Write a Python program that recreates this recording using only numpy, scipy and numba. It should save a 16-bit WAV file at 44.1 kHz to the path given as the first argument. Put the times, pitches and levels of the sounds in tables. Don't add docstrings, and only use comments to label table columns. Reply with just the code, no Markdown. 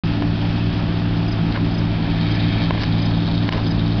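import sys
import numpy as np
from scipy import signal
from scipy.fft import rfft, irfft
from scipy.io import wavfile
from numba import njit

SR = 44100
rng = np.random.default_rng(int(sys.argv[2]) if len(sys.argv) > 2 else 0)


def pcm_store(signal):
    levels = np.round(np.clip(np.atleast_2d(signal), -1, 1) * 32767)
    wavfile.write(sys.argv[1], SR, levels.astype(np.int16).T)


N = 176400


def undb(db):
    return 10 ** (np.asarray(db) / 20)


def times():
    return np.arange(N) / SR


def curve(rows):
    return undb(np.interp(times(), *np.array(rows).T))


def walk(rate_hz):
    hz = np.fft.rfftfreq(2 * N, 1 / SR)
    drift = irfft(rfft(rng.standard_normal(2 * N)) * np.exp(-.5 * (hz / rate_hz) ** 2))[:N]
    return (drift - drift.mean()) / drift.std()


def noise(spectrum):
    hz, db = np.array(spectrum, float).T
    bin_hz = np.fft.rfftfreq(N, 1 / SR) + 1
    gain = undb(np.interp(np.log(bin_hz), np.log(hz), db)) / np.maximum(1, bin_hz / hz[-1]) ** 2
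    shaped = irfft(rfft(rng.standard_normal(N)) * gain, N)
    return shaped / shaped.std()


def air(x, fade_db, flicker_db):
    octave = np.clip(np.log2((np.fft.rfftfreq(N, 1 / SR) + 1) / 25), 0, 8)
    spectrum = rfft(x)
    bands = (irfft(spectrum * np.maximum(0, 1 - abs(octave - k)), N) for k in range(9))
    return sum(band * undb(flicker_db * walk(17)) for band in bands) * undb(fade_db * walk(8.2))


def turns(hz, wander):
    return np.cumsum(hz * (1 + wander * walk(4.95))) / SR + rng.random()


def tone(phase_turns, fade_db):
    return np.sqrt(2) * np.sin(2 * np.pi * (phase_turns + rng.random())) * undb(fade_db * walk(6))


def tractor(cycle_hz=18.0, rasp_decay_firings=.65):
    # cycle_multiple, level_db
    orders = [(2, -36), (3, -35), (5, -40.5), (6, -22.5), (9, -39), (12, -34), (13, -43), (15, -48),
              (18, -40), (20, -44.5), (21, -42.5), (24, -53), (27, -52.5), (28, -54.5), (34, -54),
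              (40, -52)]
    # freq_hz, relative_db
    rasp_spectrum = [(2000, -16.5), (2850, -23.5), (3150, -8), (3450, -9), (3780, -1), (4080, -14),
                     (4400, -3.5), (4650, -16.5), (4950, -11.5), (5400, -18), (6200, -40.5)]
    roar_spectrum = [(15, -3), (40, -5), (75, -8.5), (100, 2.5), (130, -3.5), (170, 1.5), (235, 2),
                     (320, -5), (420, -14), (540, -15), (700, -12), (850, -12), (1050, -18), (1500, -21.5),
                     (3000, -30)]
    # time_s, level_db
    rasp_level = [(0, -45.5), (1.2, -46.5), (2.0, -43), (2.42, -34.5), (2.8, -39), (3.06, -35),
                  (3.3, -37.5), (3.6, -38.5), (4, -37.5)]
    roar_level = [(0, -26), (1, -27), (2, -25.5), (2.6, -25), (3.2, -25.5), (4, -26)]
    cycle = turns(cycle_hz, wander=.0016)
    drone = sum(undb(db) * tone(order * cycle, fade_db=.8) for order, db in orders)
    firing_phase = 6 * cycle % 1
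    bursts = np.exp(-firing_phase / rasp_decay_firings) * undb(2.5 * walk(45))
    rasp = noise(rasp_spectrum) * bursts / np.sqrt(np.mean(bursts ** 2)) * curve(rasp_level)
    roar = curve(roar_level) * air(noise(roar_spectrum), fade_db=.5, flicker_db=1.67)
    return drone + rasp + roar


def harvester(knife_hz=166.9):
    # time_s, relative_db
    knife_level = [(0.05, -19.5), (0.09, -25), (0.16, -29), (0.27, -23.5), (0.38, -27.5), (0.73, -22.5),
                   (0.75, -27), (1.26, -22), (1.37, -37), (1.41, -19), (1.48, -24), (1.56, -32),
                   (1.62, -23.5), (2.28, -23.5), (2.32, -28.5), (2.45, -19.5), (2.59, -30), (2.63, -21),
                   (2.84, -28), (2.88, -23), (3.49, -22.5), (3.61, -34), (3.69, -19), (3.78, -28),
                   (3.84, -18.5), (4.0, -31)]
    # pitch_hz, level_db, fade_db, wander_fraction
    rotors = [(49.1, -37.5, 3.5, 0.0032), (69.6, -36, 1, .003), (289.6, -30, 2.5, .004),
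              (574, -50.5, 3.5, 0.0014), (666, -45.5, 3, 0.0063), (1297, -55.5, 3, 0.0022)]
    # freq_hz, relative_db
    rush_spectrum = [(700, -12.5), (1200, 0.5), (1750, 3), (2050, -2.5), (2550, 4), (2900, 0.5),
                     (3200, 3.5), (3800, -3), (4150, -4), (4400, -3.5), (4900, -5.5), (5400, -4),
                     (6200, -33.5)]
    crop_spectrum = [(1000, -12.5), (1500, -15), (1720, 9), (2000, -1.5), (2350, 8), (2850, -5.5),
                     (3200, 8.5), (3500, -7.5), (3800, -1.5), (4150, -4.5), (4450, -3), (5000, -10.5),
                     (6000, -24.5)]
    # time_s, level_db
    rush_level = [(0, -33.5), (.15, -35.5), (.25, -38), (.45, -36), (.6, -34.5), (.95, -37), (1.45, -37),
                  (1.8, -38), (2.5, -39), (3.1, -38.5), (4, -39)]
    crop_level = [(0, -58.5), (1.7, -46.5), (2.05, -39.5), (2.4, -33.5), (2.58, -33.5), (2.72, -37.5),
                  (3.0, -40), (3.4, -47), (3.6, -46.5), (4, -48.5)]
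    knives = undb(.5) * curve(knife_level) * tone(turns(knife_hz, wander=.005), fade_db=.74)
    hum = sum(undb(db) * tone(turns(hz, wander), fade_db) for hz, db, fade_db, wander in rotors)
    hiss = noise(rush_spectrum) * curve(rush_level) + noise(crop_spectrum) * curve(crop_level)
    return knives + hum + air(hiss, fade_db=.3, flicker_db=.8)


def contact(x, centre_hz, reach_octaves=1.04):
    edges_hz = centre_hz * 2 ** np.array([-reach_octaves, reach_octaves])
    return signal.lfilter(*signal.butter(1, edges_hz, "bandpass", fs=SR), x)


def handling(crack_s=.0012, onset_s=.005, grain_db=7.5, scratch_db=7):
    # freq_hz, t60_s, relative_db
    modes = [(418, 0.04, -16.5), (680, 0.009, -4.5), (1030, 0.019, -6), (1740, 0.0092, -8),
             (2180, 0.0083, -5.5), (2920, 0.011, -7), (4800, 0.0025, -3)]
    # start_s, onset_db, centre_hz
    knocks = [(.2228, -22.5, 790), (1.561, -24.5, 1050), (1.5742, -25, 1000), (2.7072, -14, 810),
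              (2.777, -27, 1300), (2.834, -21, 5000), (2.8388, -21.5, 2500), (3.4898, -14.5, 2000),
              (3.5243, -20.5, 2190), (3.533, -24, 1600), (3.549, -33.5, 1500)]
    # middle_s, sigma_s, level_db, centre_hz
    rubs = [(0.244, 0.0054, -38, 300), (1.53, 0.012, -32, 3000), (1.563, 0.011, -28, 1000),
            (2.75, 0.021, -33, 400), (2.821, .014, -23.5, 5000), (3.524, .004, -29, 4000),
            (3.567, 0.037, -28, 520)]
    t, out = times(), np.zeros(N)
    age_s = t[:SR // 10]
    ring = sum(undb(db - 60 * age_s / t60_s) * np.sin(2 * np.pi * hz * age_s) for hz, t60_s, db in modes)
    for start_s, db, centre_hz in knocks:
        crack = rng.standard_normal(len(age_s)) * np.exp(-age_s / crack_s)
        knock = contact(ring + crack, centre_hz)
        i = int(start_s * SR)
        out[i:i + len(knock)] -= undb(db) * knock / knock[:int(onset_s * SR)].std()
    for middle_s, sigma_s, db, centre_hz in rubs:
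        grit = rng.standard_normal(N) * undb(grain_db * np.minimum(rng.exponential(size=N), 5))
        rung = signal.fftconvolve(grit, ring)[:N]
        rub = contact(rung / rung.std() + undb(scratch_db) * grit / grit.std(), centre_hz)
        out += undb(db) * rub / rub.std() * np.exp(-.5 * ((t - middle_s) / sigma_s) ** 2)
    return out


def bird(half_note_s=.011, arch_hz=330, top_lead_s=.0038):
    # middle_s, top_hz, peak_db
    chirps = [(1.287, 4980, -35), (1.323, 5070, -32), (1.718, 4920, -43), (1.748, 5060, -36),
              (1.786, 5090, -33.5), (2.317, 5000, -33.5), (2.353, 5120, -34), (2.993, 4860, -35.5),
              (3.023, 5020, -31.5), (3.059, 5090, -31.5), (3.642, 4920, -36), (3.675, 5070, -33.5),
              (3.712, 5060, -30)]
    t, out = times(), np.zeros(N)
    for middle_s, top_hz, db in chirps:
        on = abs(t - middle_s) < half_note_s
        position = (t[on] - middle_s) / half_note_s
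        pitch_hz = top_hz - arch_hz * (position + top_lead_s / half_note_s) ** 2
        out[on] += undb(db) * np.cos(np.pi * position / 2) * np.sin(2 * np.pi * np.cumsum(pitch_hz) / SR)
    return out


def scene(start_s=.0355):
    return (tractor() + harvester() + handling() + bird())[None] * (times() >= start_s)


@njit
def follow(size, fall):
    out, peak = np.empty(len(size)), 0.
    for i in range(len(size)):
        out[i] = peak
        peak = max(size[i], peak * fall)
    return out


def limiter(x, threshold_db=-9, attack_s=.003, release_s=.03, ceiling=.47):
    treble = signal.lfilter(*signal.butter(2, 700, "highpass", fs=SR), x)
    peak = follow(np.maximum(abs(x), undb(-2) * abs(treble)), np.exp(-1 / (release_s * SR)))
    excess = np.maximum(0, peak / undb(threshold_db) - 1)
    slew = 1 / (attack_s * SR)
    held = x / (1 + signal.lfilter([slew], [1, slew - 1], excess))
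    return held / (1 + (held / ceiling) ** 6) ** (1 / 6)


def record(dry):
    narrow = signal.sosfilt(signal.ellip(10, .2, 70, 5400, fs=SR, output="sos"), limiter(dry[0]))
    sampled = 4 * narrow * (np.arange(N) % 4 == 0)
    dull = signal.sosfilt(signal.butter(14, 5200, fs=SR, output="sos"), sampled)
    return signal.sosfilt(signal.ellip(10, .2, 80, 6080, fs=SR, output="sos"), dull)[None]


dry = scene()
out = record(dry)
pcm_store(out)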